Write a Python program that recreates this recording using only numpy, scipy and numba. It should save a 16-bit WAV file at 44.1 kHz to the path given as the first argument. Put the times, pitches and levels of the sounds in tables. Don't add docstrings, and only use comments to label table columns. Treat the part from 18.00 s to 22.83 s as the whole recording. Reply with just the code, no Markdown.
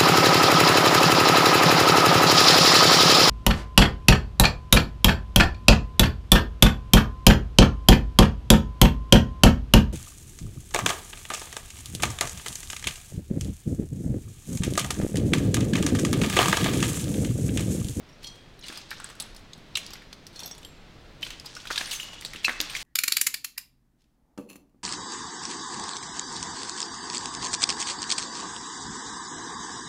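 import sys
import numpy as np
from scipy import signal
from scipy.fft import rfft, irfft
from scipy.io import wavfile
from scipy.ndimage import uniform_filter1d
from numba import njit

SR = 44100
rng = np.random.default_rng(int(sys.argv[2]) if len(sys.argv) > 2 else 0)


def gain_from_db(level_db):
    decades = np.asarray(level_db, float) / 20
    return 10 ** decades


def log_audio(samples):
    frames = np.atleast_2d(samples).T
    limited = np.clip(frames, -1, 1)
    pcm = np.round(limited * 32767).astype(np.int16)
    wavfile.write(sys.argv[1], SR, pcm)


N = 212982

# (frequency [Hz], density [dB per Hz])
TOWN_SPECTRUM = [(20, -3.5), (33, -4.5), (54, -8.5), (100, -6), (160, -5.5), (210, -9.5), (300, -11),
                 (500, -15), (1000, -20.5), (2000, -22), (4000, -24.5), (6300, -35), (10000, -46),
                 (16500, -51)]
# (frequency [Hz], density [dB per Hz])
GRIT_SPECTRUM = [(180, -42), (300, -12.5), (1090, -4.5), (1730, -2.5), (2380, -2), (2640, -0.5), (3820, 2),
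                 (7000, -4), (9100, 0), (15400, -30)]
# (start [s], hold [s], level [dB], brightness [dB])
PRESSES = [(0.205, .01, -49.5, -12), (0.617, 0.15, -45.5, -17.5), (0.878, 0.16, -48.5, -18.5),
           (1.178, 0.038, -50, -23.5), (1.732, 0.18, -50.5, -20.5), (2.327, 0.1, -51, -15.5),
           (3.204, 0.084, -45, -14.5), (3.432, 0.25, -47.5, -17), (3.69, 0.10, -37.5, -14),
           (3.88, .04, -36.5, -8), (4.028, .12, -46.5, -20.5), (4.238, 0.22, -46.5, -16),
           (4.44, 0.097, -43, -16), (4.59, 0.12, -40.5, -14.5), (4.713, 0.014, -35, -11.5)]
# (time [s], peak [dB], body resonance [Hz], burst length [ms])
CRUNCHES = [(.0901, -50, 4180, 2.8), (.3544, -46, 3250, 3), (1.0894, -36, 4050, 1.5),
            (1.3468, -40, 5860, 2.7), (1.934, -28.5, 4840, 4.2), (2.128, -27.5, 4310, 4.8),
            (2.329, -47, 4270, 4.1), (2.359, -37, 4450, 2.7), (2.3923, -29.5, 5640, 3.2),
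            (2.46, -33, 5400, 4.9), (2.4763, -34, 5300, 6), (3.2205, -36, 3500, 5),
            (3.3046, -25.5, 2980, 1.4), (3.653, -32.5, 1490, 4.6), (3.6705, -25.5, 3540, 9),
            (3.7032, -27, 1055, 2.3), (3.8305, -38, 1800, 2.6), (3.998, -28, 3080, 5),
            (4.0294, -35, 2940, 4), (4.2224, -31.5, 2080, 2.2), (4.2487, -19.5, 4050, 4),
            (4.432, -41, 3400, 3.1), (4.6024, -17, 3830, 6), (4.6127, -17, 5400, 2.2),
            (4.75, -20, 2190, 1.5), (4.812, -47, 4350, 3)]
# (time [s], peak [dB], body resonance [Hz], burst length [ms])
KNOCKS = [(.2305, -46, 4400, 9), (.7007, -33, 1600, 2.3), (.725, -34.5, 2600, 2.5), (.7494, -46, 2620, 3.6),
          (1.0002, -29.5, 1400, 3), (1.9544, -36.5, 2090, 3), (2.4244, -37.5, 880, 3.4),
          (2.448, -39, 664, 1.7), (2.5112, -30, 5340, 3.8), (2.5494, -39, 4500, 2.5),
          (3.265, -29, 2830, 6.7), (3.4464, -41, 870, 2.5), (3.5994, -40, 3100, 4.2),
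          (3.7074, -21, 1510, 4.6), (3.8102, -23, 1700, 4.5), (3.8134, -23, 2600, 2.3),
          (4.132, -36, 2820, 1.2), (4.4817, -20, 1890, 7.6), (4.4934, -17, 1910, 2.4),
          (4.5021, -28, 1570, 0.91), (4.6021, -21, 6600, 2.5)]
# (time [s], peak [dB], body resonance [Hz], burst length [ms])
CRACKS = [(.2405, -33, 4300, 6), (.2685, -32, 5650, 7), (.5911, -44, 3900, 2.5), (.635, -38, 2910, 4.3),
          (.9062, -27, 4800, 3.5), (.9144, -25.5, 1730, 4.3), (.9278, -31, 1670, 5),
          (1.2081, -33, 4100, 2.6), (1.5326, -29.5, 3880, 3.5), (1.7536, -15, 3850, 5.2),
          (1.8638, -27.5, 4800, 3), (2.0203, -39.5, 1520, 2.5), (2.63, -37, 3420, 2.4),
          (2.6479, -32.5, 3400, 3.6), (3.2271, -19, 3250, 4.5), (3.2479, -30, 4400, 3),
          (3.5513, -30, 4980, 2), (3.5659, -29.5, 1500, 3.9), (3.7156, -27.5, 1680, 3.3),
          (3.7584, -21, 3750, 3.8), (3.7781, -15, 4000, 4.5), (3.8576, -25.5, 4800, 3.1),
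          (3.874, -29, 4600, 6), (3.9484, -30, 6000, 3), (4.2604, -28, 4180, 3.4), (4.3592, -26, 2970, 7.2),
          (4.4453, -16, 2970, 2.5), (4.4504, -18, 6040, 14), (4.6971, -26.5, 2770, 4.4),
          (4.7652, -22, 3200, 2.9)]
# (time [s], peak [dB], body resonance [Hz], burst length [ms])
SHATTERS = [(.6644, -47, 2960, 3), (.6829, -31, 3680, 5), (.7739, -31, 4850, 2.7),
            (1.045, -33.5, 1610, 0.75), (1.0996, -39.5, 1350, 1.1), (1.1524, -43, 1670, 3.5),
            (1.2003, -23, 4230, 11), (1.225, -39, 3300, 1.3), (1.363, -38, 4860, 3.5),
            (1.3928, -49, 961, 2.4), (1.5777, -49, 3550, 3), (1.7699, -20, 3000, 5.6),
            (1.7739, -20.5, 2900, 0.46), (1.905, -38, 6000, 3.7), (2.2672, -32.5, 4840, 3.4),
            (2.4024, -33, 3740, 3.3), (2.4329, -32, 4250, 1.1), (2.4469, -38, 4000, 2.6),
            (2.579, -39.5, 3830, 7.1), (2.6185, -52, 1180, 3), (3.3982, -36.5, 5200, 1.5),
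            (3.458, -33.5, 4770, 7), (3.7914, -38, 3500, 4.7), (3.9095, -24.5, 4100, 14),
            (3.9262, -25, 2950, 16), (4.2107, -34, 4420, 1.7), (4.334, -28.5, 2230, 4.4),
            (4.346, -35, 1360, 3.6), (4.4434, -27, 2750, 2.2), (4.8009, -34, 3340, 4.8)]
# (time [s], frequency [Hz], level [dB], T60
# [s])
PINGS = [(.09, 5530, -52.5, .1), (.13, 5600, -52.5, 0.076), (.591, 9400, -61, 0.23),
         (0.639, 2910, -38.5, .1), (0.641, 4020, -40, 0.072), (.682, 13400, -57, .06),
         (.726, 8760, -48, 0.087), (.775, 4950, -35, .05), (0.915, 1630, -34, .02), (.93, 2290, -36, .04),
         (1.532, 6550, -45.5, 0.046), (3.398, 5060, -31, 0.025), (3.461, 4950, -35, 0.094),
         (3.567, 5400, -36, 0.06), (3.869, 9560, -39, 0.09), (3.915, 2924, -25, .05),
         (4.387, 3250, -43, 0.22), (4.495, 1910, -33, 0.0088), (4.601, 303, -34.5, 0.23),
         (4.613, 13000, -20, .01), (4.614, 15000, -34, .01), (4.751, 2125, -23.5, 0.06)]
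EARLY_PIECES = { "first shard": ([(4270, -38, 0.22), (3255, -41, 0.64), (5840, -42, .3), (8650, -58, 0.7)],
                [(.2445, -1, -8.5), (.273, -4, 5)]), "tile": ([(1225, -38, .02)], [(.775, 0, 0),
                (.999, 0, 0), (1.222, -4, 0)]), "chip": ([(8000, -31, .02), (10050, -44, .018)],
                [(1.0, -8, 13), (1.043, 5.5, -25), (1.1, -7.5, -15), (1.156, -25, 11), (1.2, 1.5, 41),
                (1.223, 2.5, -13), (1.934, -9, -5)]), "pane": ([(3780, -21, .031), (2790, -20, .04),
                (6150, -36, .07), (1290, -35, .03)], [(1.756, -1, 0), (1.772, -5, 1)]), }
NUDGED_PIECES = { "flake": ([(3950, -48, 0.044), (12500, -59, .04), (13300, -64, .05), (5500, -52, .02)],
                 [(.592, 0, 0)]), "crumb": ([(6600, -48, 0.033), (5300, -45, 0.033)], [(.612, 0, 0)]),
                 "bead": ([(3500, -44, .03), (4050, -41, .04)], [(.625, 0, 0)]),
                 "corner": ([(4850, -37, .08), (3400, -41, 0.088), (10200, -48, .04)], [(.684, 0, 0)]),
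                 "needle": ([(8900, -52, .07)], [(.638, -2, 0), (.665, -2, 0), (.749, 0, 0), (.776, 3, 0)]),
                 "spark": ([(9500, -47, .02)], [(4.205, -1, 0), (4.758, 9, 0)]),
                 "tumbling shard": ([(2910, -27.5, 0.065)], [(3.999, 2, 0), (4.03, -4.5, 0), (4.087, -8, 0),
                 (4.135, -14, 0), (4.183, -15, 0)]), "thin corner": ([(4900, -50, .25)], [(.275, 0, 0)]), }
ROCKED_PIECES = { "rocking shard": ([(5650, -37.5, 0.085), (3500, -40, 0.15), (6390, -46.5, 0.13),
                 (7900, -55.5, 0.11)], [(2.36, -8, 0), (2.393, -2, 0), (2.434, -1, 17), (2.459, 1.5, 4),
                 (2.512, 2.5, 4)]), "wedged shard": ([(4270, -38, 0.15)], [(2.361, -1.5, 0), (2.402, -7, 0),
                 (2.435, -1.5, 0)]), "tiny shard": ([(11680, -36.5, 0.11), (15250, -48, .25)],
                 [(2.393, -15, 0), (2.458, -1, 0)]), "sliver": ([(3190, -36, 0.059), (7560, -50.5, 0.46),
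                 (10680, -57, .18), (12900, -52, .16)], [(2.648, 0, 0)]),
                 "thick shard": ([(3080, -23, 0.063), (12800, -51, 0.23)], [(3.23, 0, 0)]), }
LATE_PIECES = { "bottle end": ([(1670, -24, 0.05), (3750, -21, 0.038)], [(3.777, 0, 0)]),
               "long strip": ([(6240, -33, 0.28), (9000, -45, 0.53)], [(3.95, 0, 0)]),
               "flung shard": ([(2910, -36, 0.76), (7040, -42, 0.57), (12740, -50, 0.37), (3860, -48, .43),
               (14300, -58, .13)], [(4.006, 0, 0)]), "big pane": ([(2612, -11.5, 0.081), (4110, -20, 0.07),
               (8200, -36, 0.13), (5500, -26, 0.08), (11730, -38, 0.05), (4480, -22, 0.053)],
               [(4.448, 0, 0), (4.4443, -12, 1)]), "last sliver": ([(8600, -45, .2), (9600, -49, 0.4),
               (13400, -52, .19)], [(4.698, 0, 0)]), "floor slab": ([(243, -44, 0.25), (326, -35.5, 0.074)],
               [(.698, -0.5, -2), (4.35, -4, 1), (4.482, 4.5, -5)]), }
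PINNED_S = {"big pane": 0.029, "flung shard": 0.28}
# (time [s], peak [dB],
# frequency [Hz])
SNAPS = [
    (.9145, -24, 2000),
    (1.2003, -18, 5000),
    (1.7745, -16, 3000),
    (3.7785, -14, 3000),
    (4.4477, -12, 3500),
    (4.4823, -12, 1600),
    (4.6037, -5, 3800),
         (.2457, -30, 4300), (.2735, -31, 7000), (.9065, -32, 8000), (.9148, -30, 8000),
         (1.0015, -36, 9000), (1.044, -27, 8000), (1.204, -24, 7000), (1.2232, -28, 7500),
         (2.3935, -36, 12000), (2.4335, -37, 12000), (2.445, -38, 10000), (2.477, -38, 12000),
         (2.5125, -37, 12000), (3.2115, -40, 9000), (3.2305, -22, 4500), (3.267, -29, 5000),
         (3.3055, -28, 5500), (3.399, -29, 5500), (3.4615, -29, 6000), (3.5525, -29, 6000),
         (3.568, -28, 5500), (.6828, -34, 7000), (0.701, -37, 2200), (.7262, -36, 9000), (.7752, -32, 7000),
         (2.3602, -39, 8000), (2.372, -42, 9000), (2.5802, -38, 9000), (2.606, -52, 11000),
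         (2.6172, -44, 11000), (2.63, -48, 12000), (2.6499, -31, 4000), (3.6705, -32, 2000),
         (3.6875, -36, 5000), (3.704, -21, 1500), (3.709, -26, 4500), (3.715, -20, 4000),
         (3.7485, -32, 4000), (3.7597, -18, 3500), (3.7905, -27, 8000), (3.8096, -23, 3000),
         (3.8142, -24, 3500), (3.858, -27, 4500), (3.917, -27, 5000), (4.1322, -36, 7000),
         (4.142, -39, 9000), (4.2117, -28, 6000), (4.2225, -38, 9000), (4.2604, -25, 6000),
         (4.3345, -26.5, 4970), (4.3601, -28, 3000), (4.4835, -28, 9000), (4.494, -31, 9000),
         (4.5635, -38, 7000), (4.6138, -17, 10000), (4.789, -31, 13000), (4.7995, -33, 13000),
         (4.8125, -34, 13000)]


def band(x, hz, width):
    return signal.lfilter(*signal.iirpeak(min(hz, .4 * SR), max(hz / width, .3), fs=SR), x)


def colour(x, points):
    hz, db = np.transpose(points)
    f = np.arange(len(x) // 2 + 1) * SR / len(x) + 1
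    gain = gain_from_db(np.interp(np.log(f), np.log(hz), db))
    y = irfft(rfft(x) * gain, len(x))
    return y / y.std()


def peak(x):
    return x / np.abs(x).max()


def walk(rate):
    k = int(SR / rate)
    held = np.repeat(rng.standard_normal(N // k + 1), k)
    return 1.75 * uniform_filter1d(uniform_filter1d(held, k), k)[:N]


def add(out, s, x):
    i = int(s * SR)
    out[i:i + len(x)] += x[:len(out) - i]


def town():
    air = colour(rng.standard_normal(N), TOWN_SPECTRUM) * gain_from_db(.5 * walk(2))
    heave = band(band(rng.standard_normal(N), 30, 12), 30, 12)
    return gain_from_db(-51) * air + gain_from_db(-57.0 + 0.52 * walk(4.3)) * heave / heave.std()


def pressure():
    attack_s, release_db_s = 0.025, 92
    rest_db, rest_bright_db = -66, -7.5
    lump_swap = 0.92
    t = np.arange(N) / SR
    power = gain_from_db(2 * (rest_db + np.array([[0], [0], [rest_bright_db]])))
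    for s, hold_s, db, bright_db in PRESSES:
        rise = np.clip((t - s) / attack_s, 0, 1)
        fall_db = release_db_s * np.maximum(t - s - attack_s - hold_s, 0)
        mix_db = np.array([[-lump_swap * (bright_db + 14.5)], [0], [bright_db]])
        power = power + (rise * gain_from_db(db - fall_db + mix_db)) ** 2
    return np.sqrt(power)


def breaks():
    lag = 0.34
    # splinter dB, thud dB, thud lag
    kinds = [(CRACKS, -33, -53, lag), (SHATTERS, -1.5, -20, lag),
             (KNOCKS, -25, -5, 0), (CRUNCHES, -13, -15.5, lag)]
    return [(s, db, hz, bright_db, thud_db - thud_lag * (db + 13.5), ms)
            for kind, bright_db, thud_db, thud_lag in kinds
            for s, db, hz, ms in kind]


def grit():
    lump_gain, coarse_gain, fine_gain = pressure()
    ticks = (rng.random(N) < 130 / SR) * rng.standard_normal(N) * 3.5
    coarse, fine = 0, 0
    for hz in 500 * 2 ** np.arange(0, 5, .4):
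        crushed = rng.random(N) < hz / 8e4
        crumbs = crushed * np.clip(rng.standard_normal(N), -1.8, 1.8) * np.sqrt(8e3 / hz)
        crumbs = (crumbs + ticks * rng.random(N)) * gain_from_db(2.4 * np.clip(walk(70), -3, 1.2))
        crumbs = band(band(crumbs, hz, 0.46 * hz), hz, 0.46 * hz)
        if hz < 7000:
            coarse = coarse + crumbs
        else:
            fine = fine + crumbs * hz ** -1.7
    shaken = np.bincount((np.array(breaks())[:, 0] * SR).astype(int), minlength=N)
    spray = np.minimum(signal.lfilter([1], [1, -np.exp(-1 / (.022 * SR))], shaken), 1)
    fine = fine * (.4 + spray)
    coarse = colour(coarse, GRIT_SPECTRUM)
    lumps = signal.filtfilt(*signal.butter(2, 1700, fs=SR), coarse)
    ground = lump_gain * lumps + coarse_gain * (coarse - lumps) + fine_gain * fine / fine.std()
    return gain_from_db(4.6 * (spray - 0.89)) * ground


def cracks():
    out, t = np.zeros(N), np.arange(2048) / SR
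    events = breaks()
    chance = rng.standard_normal((len(events), 3, len(t)))
    pieces = rng.random((len(events), 6))
    for (s, db, hz, bright_db, thud_db, ms), (sign, spread, floor), size in zip(events, chance, pieces):
        burst = np.exp(-t / (0.00073 * ms)) + gain_from_db(-17.0) * np.exp(-t / 0.02)
        onset = np.minimum(t / (.0003 + .00002 * ms ** 2), 1)
        swarm = sign * gain_from_db(5.5 * spread) * burst * onset
        others = sum(band(swarm, f, 0.065 * f) for f in hz * 2 ** (1.9 * size[:3] - .55))
        body = peak(band(band(swarm, hz, 0.31 * hz), hz, 0.59 * hz)) + 0.48 * peak(others)
        chips = sum(band(swarm, f, 0.36 * f) for f in 6500 * 2 ** (1.4 * size[3:]))
        splinters = peak(band(band(swarm, 7100, 8200), 6000, 8200)) + 0.31 * peak(chips)
        thud = band(band(floor * burst, 660, 2500), 660, 2500)
        blow = peak(body) + gain_from_db(bright_db) * peak(splinters) + gain_from_db(thud_db - 1) * peak(thud)
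        add(out, s, gain_from_db(db) * blow)
    return out


def rings():
    struck = [(*ping, 1) for ping in PINGS]
    pieces = {**EARLY_PIECES, **ROCKED_PIECES, **LATE_PIECES, **NUDGED_PIECES}
    for name, (modes, hits) in pieces.items():
        free_s = PINNED_S.get(name, 1)
        for s, hit_db, tilt_db in hits:
            for hz, db, t60 in modes:
                octaves = np.log2(hz / modes[0][0])
                struck.append((s, hz, db + hit_db + tilt_db * octaves, t60, free_s))
    return struck


def clinks():
    out = np.zeros(N)
    struck = rings()
    jolts = rng.standard_normal((len(struck), 2, 256))
    for (s, hz, db, t60, free_s), (a, b) in zip(struck, jolts):
        t = np.arange(int(SR * np.clip(t60, .01, .7))) / SR
        t60 = max(t60, .01)
        step = t * (110 + hz / 60 + 14 / t60)
        index = np.arange(len(a))
        jolt = np.interp(step, index, a) + 1j * np.interp(step, index, b)
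        rattle = 1 + np.minimum(t * hz / 40, min(1.2, .25 / t60)) * jolt
        ring = np.imag(rattle * np.exp(2j * np.pi * hz * t)) * np.exp(-np.log(1000) * t / t60)
        ring = ring * np.clip((free_s - t) / .004, 0, 1)
        flight = 1 + 2.07 * np.exp(-t / 0.0031)
        add(out, s, gain_from_db(db - 6.0) * ring * flight * np.minimum(t / 0.00087, 1))
    return out


def snaps():
    out = np.zeros(N)
    for s, db, hz in SNAPS:
        cycles = np.arange(-64, 64) / SR * hz
        pulse = np.sin(2 * np.pi * cycles) * np.exp(-(cycles / .6) ** 2)
        add(out, s - 64 / SR, gain_from_db(db) * peak(pulse))
    return out


@njit
def walls(x, lags, gain, damp):
    line, soft, out = np.zeros((8, 8192)), np.zeros(8), np.zeros(len(x))
    for i in range(len(x)):
        total = 0.
        for k in range(8):
            soft[k] += (1 - damp) * (gain[k] * line[k, (i - lags[k]) & 8191] - soft[k])
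            total += soft[k]
        out[i] = total
        for k in range(8):
            line[k, i & 8191] = x[i] + soft[k] - total / 4
    return out


def scene():
    blows, tones = cracks() + snaps() + grit(), clinks()
    lags = np.array([701, 887, 1123, 1361, 1627, 1951, 2309, 2683])
    t60_s, damp = 0.74, 0.36
    sent = blows + gain_from_db(-6.5) * tones + 1e-18
    hall = walls(sent, lags, gain_from_db(-60 * lags / SR / t60_s), damp)
    return (blows + tones + gain_from_db(-20.5) * hall + town())[None]


def low_pass(x):
    return signal.sosfilt(signal.butter(12, 16820, fs=SR, output="sos"), x)


def record(dry):
    top = signal.ellip(8, .2, 70, 15900, fs=SR, output="sos")
    mix = signal.sosfilt(top, dry)
    return low_pass(mix)


dry = scene()
out = record(dry)
log_audio(out)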